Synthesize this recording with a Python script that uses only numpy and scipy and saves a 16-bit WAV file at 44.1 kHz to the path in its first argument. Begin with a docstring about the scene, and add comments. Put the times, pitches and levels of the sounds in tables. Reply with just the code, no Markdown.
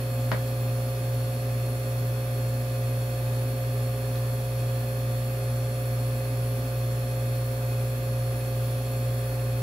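"""Freezer compressor in a workshop

A compressor runs steadily: its shaft turns just under mains speed, so its tones, a repeated turn
that never quite matches the last, beat against the magnetic hum of the motor, a set of sines.
Gas and air rush under them as shaped noise. Something small is set down once with a knock made of
fading tones, hands make a few faint ticks from short sines, and there is one soft low bump."""
import sys
import numpy as np
from scipy import signal
from scipy.fft import irfft
from scipy.io import wavfile
from scipy.ndimage import uniform_filter1d

SR = 44100
rng = np.random.default_rng(int(sys.argv[2]) if len(sys.argv) > 2 else 0)


def dump_mix(stems):
    """Bounce the given channels to the path in sys.argv[1] as a 16-bit WAV at rate SR."""
    frames = np.atleast_2d(stems).T  # one column per channel
    limited = np.clip(frames, -1, 1)  # hard clip at full scale
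    pcm = np.round(limited * 32767).astype(np.int16)
    wavfile.write(sys.argv[1], SR, pcm)


N = 424241  # length in samples

MAINS_HZ, SHAFT_HZ = 60, 58.867
BEAT_S = .27  # a moment when the second shaft order and the hum are nearly in step


def gain_of(db):
    """Turn decibels into a plain multiplier."""
    return 10 ** (np.asarray(db) / 20)


def panned(db, pan_db):
    """Gains of the left and right channel, as a column."""
    return gain_of([[db + pan_db / 2], [db - pan_db / 2]])


def evened(x):
    """Scale to an rms of 1."""
    return x / np.sqrt(np.mean(x ** 2, axis=-1, keepdims=True) + 1e-20)


def read(points, hz):
    """Read a curve of (Hz, value) points, joined by straight lines over log frequency."""
    point_hz, value = np.transpose(points)
    return np.interp(np.log(hz + 1), np.log(point_hz + 1), value)


def drift(hz, count):
    """Slow random curves of rms 1, low-passed at hz."""
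    step = 64  # samples between coarse points
    b, a = signal.butter(2, hz, fs=SR / step)
    coarse = evened(signal.lfilter(b, a, rng.standard_normal((count, N // step + 2))))
    return np.array([np.interp(np.arange(N) / step, np.arange(len(c)), c) for c in coarse])


def add(mix, start_s, sound):
    """Lay a short sound into the mix, cut off where the mix ends."""
    part = mix[:, round(start_s * SR):][:, :sound.shape[1]]
    part += sound[:, :part.shape[1]]


# How fast the room's echo dies. Each row: frequency in Hz, time to fall by 60 dB in seconds.
ROOM_DECAY = [(200, 0.17), (700, 0.25), (1500, 0.2), (3000, 0.25), (6000, 0.15)]


def room(x):
    """Echoes as sparse taps of random sign, each band dying at its own speed."""
    length, spacing = SR // 2, 8  # samples
    taps = np.zeros((2, length))
    at = np.arange(160, length - spacing, spacing)
    at = at + rng.integers(0, spacing, (2, len(at)))
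    np.put_along_axis(taps, at, rng.choice([-1., 1.], at.shape), 1)
    hz, t, bands = signal.stft(taps, SR, nperseg=256)
    decay = gain_of(-60 * t / read(ROOM_DECAY, hz)[:, None])
    tail = signal.istft(bands * decay, SR, nperseg=256)[1]
    return signal.fftconvolve(x, tail / np.linalg.norm(tail[0]), axes=1)[:, :N]


# Tone colour of the rushing gas and air. Each row: frequency in Hz, relative density in dB per Hz.
RUSH_COLOUR = [(20, -18), (38, -15), (55, -6.5), (84, -8), (115, -2), (190, -9), (400, -7.5), (900, -13.5),
               (1350, -16), (2000, -18), (4000, -24), (6500, -27), (8700, -27), (16000, -24)]
# Resonances of cabinet, shell and room that lift the rush.
# Each row: centre in Hz, width in Hz, lift in dB.
RESONANCES = [(158, 16, 4.5), (251.6, 28.7, 13), (393, 74, 4), (541, 39, 5), (741, 25, 5), (842, 36, 4.5),
              (1753, 22, 11), (2533, 18, 7), (3345, 72, 6), (4190, 42, 5.5), (7600, 79, 8), (9460, 130, 6),
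              (10000, 810, 8), (11550, 1540, 9), (13670, 81, 12), (15400, 270, 5)]
# How alike the two channels are. Each row: frequency in Hz, likeness from -1 to 1.
LIKENESS = [(25, .6), (50, 0.81), (110, 1), (240, 0.99), (400, 0.74), (700, 0.8), (1100, 0.14), (1500, 0.1),
            (1900, -0.48), (2700, 0.2), (16000, -0.097)]
# Stereo balance of the rush. Each row: frequency in Hz, left minus right in dB.
RUSH_BALANCE = [(100, 4), (400, -2.5), (2500, 0.5), (7000, 0), (11500, -3), (16000, -2)]
RUSH_DB = -39  # rms level of the whole rush


def rush():
    """Gas and air as noise through resonances, patchy in the treble and puffing once a turn."""
    frames, hz = N // 1024 + 5, np.fft.rfftfreq(4096, 1 / SR)
    a, b, c, d, patches = rng.standard_normal((frames, len(hz), 5)).T
    patches = uniform_filter1d(uniform_filter1d(patches, 14, 0), 8, 1)
    patches = evened(patches)

    db = read(RUSH_COLOUR, hz)
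    for centre, width, lift_db in RESONANCES:
        db = db + lift_db / (1 + (2 * (hz - centre) / width) ** 4)
    ripple = evened(uniform_filter1d(rng.standard_normal(len(hz)), 7))  # the shell's countless small modes
    db = db + 2.0 * ripple * hz / (hz + 1500)

    same = np.clip(read(LIKENESS, hz), -1, 1)[:, None]
    left, other = a + 1j * b, c + 1j * d
    spectrum = np.array([left, same * left + np.sqrt(1 - same ** 2) * other])
    patch_db = 3.0 * patches * (hz / (hz + 3000))[:, None]
    spectrum *= gain_of(db[:, None] + patch_db)
    spectrum *= gain_of(np.outer([.5, -.5], read(RUSH_BALANCE, hz)))[:, :, None]
    noise = signal.istft(spectrum, nperseg=4096, noverlap=3072)[1][:, :N]

    treble = signal.sosfilt(signal.butter(2, 3000, "high", fs=SR, output="sos"), noise)
    puff = 0.032 * np.cos(2 * np.pi * SHAFT_HZ * np.arange(N) / SR)
    puff = puff + 0.025 * drift(25, count=1)  # irregular part
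    noise = noise + treble * puff
    return gain_of(RUSH_DB) * noise / np.sqrt(np.mean(noise ** 2))


# Soft low bump, a single row: start in seconds, level in dB, pitch in Hz, length in seconds.
BUMP = (4.39, -37, 55, .08)


def bump():
    """A soft push on the bench: a few low cycles that swell and fade."""
    out, (start_s, db, hz, length) = np.zeros((2, N)), BUMP
    t = np.arange(0, length, 1 / SR)
    swell = np.sin(np.pi * t / length) ** 2
    add(out, start_s, gain_of(db) * swell * np.sin(2 * np.pi * hz * t) * np.ones((2, 1)))
    return out


# Finger ticks. Each row: start in seconds, starting level in dB, pitch in Hz, left minus right in dB.
FINGER_TICKS = [(.478, -31, 4800, 0), (.479, -34, 14500, 0), (2.078, -34, 14000, 0), (4.1572, -29, 4000, 0),
                (4.684, -35, 2500, 0)]
TICK_T60_S = 0.0026  # time to fall by 60 dB


def handling():
    """Tiny ticks of fingers, tape and glass: sines that die within milliseconds."""
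    out, t = np.zeros((2, N)), np.arange(400) / SR
    for start_s, db, hz, pan_db in FINGER_TICKS:
        tick = np.sin(2 * np.pi * hz * t) * gain_of(db - 60 * t / TICK_T60_S)
        add(out, start_s, tick * panned(0, pan_db))
    return out


# The knock. Each row: start in seconds, peak in dB before its echo is added, left minus right in dB.
KNOCKS = [(0.3163, -14.5, 2)]
# Tones the blow sets ringing.
# Each row: pitch in Hz, relative level in dB, time to fall by 60 dB in seconds.
RINGING_TONES = [(190, -23, 0.074), (637, -16, 0.043), (996, -1.5, 0.0065), (1320, 5, 0.0044),
                 (1910, -5, 0.0067), (3000, -13, 0.0058), (3650, -15.5, 0.006), (4860, -13, 0.0043),
                 (6330, -24, .005)]


def knock():
    """A hard edge meets the bench: a millisecond blow rings damped modes; a near surface answers."""
    out, t = np.zeros((2, N)), np.arange(3000) / SR
    ring = sum(gain_of(db - 60 * t / t60) * np.sin(2 * np.pi * hz * t) for hz, db, t60 in RINGING_TONES)
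    ring = ring * np.minimum(t / .0009, 1) ** 2  # the blow builds up over 0.9 ms
    echo = np.roll(ring, round(.0011 * SR))  # 1.1 ms later
    # The echo is stronger on the right, and upside down there.
    pair = np.array([ring + .45 * echo, ring - .6 * echo]) / abs(ring).max()
    for start_s, db, pan_db in KNOCKS:
        add(out, start_s, -pair * panned(db, pan_db))
    return out


# Motor hum. Each row: multiple of twice mains frequency, level in dB, left minus right in dB.
HUM_TONES = [(1, -27.8, -.3), (2, -56.6, 0), (3, -65.5, -6), (5, -62.5, 3), (6, -64, -4), (8, -67, -4),
             (9, -62.5, -11), (10, -62.5, 4), (11, -68.5, 6), (12, -68, -12), (13, -70, -14),
             (14, -61.5, -4), (16, -70, 0), (18, -71, 1), (21, -64, -1), (22, -71, -4)]
# Faint tones unrelated to the shaft. Each row: frequency in Hz, left level in dB, right level in dB.
STRAY_TONES = [(72.5, -61, -61), (135.3, -64, -65), (270.6, -60, -72), (557.6, -64, -67), (658.9, -66, -66)]
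# How far steady tones lead on the left, here and in the shaft. Each row: frequency in Hz, radians.
LEFT_LEAD = [(60, -.1), (130, -.085), (250, -.1), (400, -.5), (560, 0), (700, -.9), (1150, .2), (1650, 2.7),
             (2000, 3.3), (2500, .8), (4300, -.6), (7600, 0)]
# Side tones at twice the slip: dB against their multiple, growth per multiple, extra dB of the upper one.
SLIP_DB, SLIP_DB_PER_MULTIPLE, UPPER_DB = -22, .95, -8


def motor():
    """Magnetic pull at multiples of twice mains, split by the slip of the rotor; a few stray tones."""
    t, out = np.arange(N) / SR - BEAT_S, np.zeros((2, N))
    slip = np.exp(4j * np.pi * (MAINS_HZ - SHAFT_HZ) * t)
    for k, db, pan_db in HUM_TONES:
        hz = 2 * MAINS_HZ * k
        side = gain_of(SLIP_DB + SLIP_DB_PER_MULTIPLE * k)
        # Random phases, except for the first multiple.
        start, offset = np.exp(2j * np.pi * rng.random(2) * (k > 1))
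        lower, upper = np.conj(offset * slip), gain_of(UPPER_DB) * offset * slip
        tone = start * np.exp(2j * np.pi * hz * t) * (1 + side * (lower - upper))
        left = tone * np.exp(1j * read(LEFT_LEAD, hz))
        out += np.sqrt(2) * panned(db, pan_db) * [left.real, tone.real]
    for hz, left_db, right_db in STRAY_TONES:
        tone = np.cos(2 * np.pi * (hz * t + rng.random()))
        out += np.sqrt(2) * gain_of([[left_db], [right_db]]) * tone
    return out * gain_of(0.16 * drift(1, count=1))  # the level wanders by 0.16 dB rms


# Strong tones of the shaft. Each row: order (cycles per turn), level in dB, left minus right in dB.
STRONG_ORDERS = [(1, -43.6, 0), (2, -49, -.5), (4, -58.7, 0), (5, -62, 0), (7, -49.4, -2), (9, -39.2, -2.4),
                 (10, -50.7, 0), (11, -62.5, 2), (12, -49.6, -3.4), (20, -58.6, -1.6), (27, -63, 7),
                 (43, -68, 10), (58, -66, 6), (72, -69, -10), (73, -57, -5.5), (121, -74, -12),
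                 (129, -67.5, -10), (190, -70, -10), (201, -66, -4)]
# Weak orders in between, before random scatter. Each row: frequency in Hz, level in dB.
WEAK_ORDERS = [(60, -70), (1150, -77), (1450, -66), (2050, -66), (2600, -71), (4500, -75), (5000, -70),
               (6200, -77), (8600, -81), (10000, -69), (10800, -79), (11600, -72), (12500, -82),
               (16000, -85)]
# How much turns differ from each other. Each row: frequency in Hz, dB against the steady tone.
TURN_DIFFERENCE = [(60, -28), (500, -20), (2500, -15), (4300, -9.5), (8000, -5), (16000, 0)]
# Changing strength of the once-a-turn shake. Each row: time in seconds, extra level in dB.
SHAKE_LEVEL = [(0.0, -1.5), (9.62, 1.5)]
WEAK_SCATTER_DB = 5  # multiplies a random number from -2.1 to 1


def shaft():
    """One turn of the compressor, repeated; four random variants come and go so turns differ."""
    size, order = 65536, np.arange(270)  # points in a stored turn; cycles per turn
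    hz = order * SHAFT_HZ
    scatter_db = WEAK_SCATTER_DB * rng.uniform(-2.1, 1, (2, len(order)))
    gain = gain_of(read(WEAK_ORDERS, hz) + scatter_db)
    phase = rng.uniform(0, 2 * np.pi, (5, 2, len(order)))  # steady turn and four variants
    phase[0, 1, 2] = 0  # puts the second order in step with the hum
    for k, db, pan_db in STRONG_ORDERS:
        gain[:, [k]] = panned(db, pan_db)
        phase[:, 0, k] = phase[:, 1, k] + read(LEFT_LEAD, hz[k])
    spectra = np.sqrt(2) * gain * np.exp(1j * phase) * (order > 0)
    spectra[1:] *= gain_of(read(TURN_DIFFERENCE, hz)) / 2  # four halves add up to full power

    t = np.arange(N) / SR
    turns = SHAFT_HZ * (t - BEAT_S) + .0005 * drift(1.5, count=1)[0]  # the speed hunts a little
    place = (turns % 1 * size).astype(int) % size
    tables = irfft(spectra, size) * size / 2
    weights = np.vstack([np.ones(N), drift(18.7, count=4)])
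    out = sum(weight * table[:, place] for weight, table in zip(weights, tables))

    shake = abs(spectra[0, :, 1, None]) * np.cos(2 * np.pi * turns + phase[0, :, 1, None])
    shake_gain = gain_of(np.interp(t, *np.transpose(SHAKE_LEVEL)))
    return out + shake * (shake_gain - 1)  # the steady shake is already in the turn


KNOCK_WET_DB, TICK_WET_DB = 0, -1  # how much of each is sent to the room


def scene():
    """Mix all sources; only the knock and the ticks are sent through the room echo."""
    blow, ticks = knock(), handling()
    wet = room(gain_of(KNOCK_WET_DB) * blow + gain_of(TICK_WET_DB) * ticks)
    return rush() + bump() + ticks + blow + wet + motor() + shaft()


EDGE_HZ = 15730


def record(dry):
    """The band limit of the recorder: a steep low-pass filter takes away the highest treble."""
    low_pass = signal.firwin(2047, EDGE_HZ, window=("kaiser", 9), fs=SR)
    return signal.oaconvolve(dry, low_pass[None], "same")


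dry = scene()
out = record(dry)
dump_mix(out)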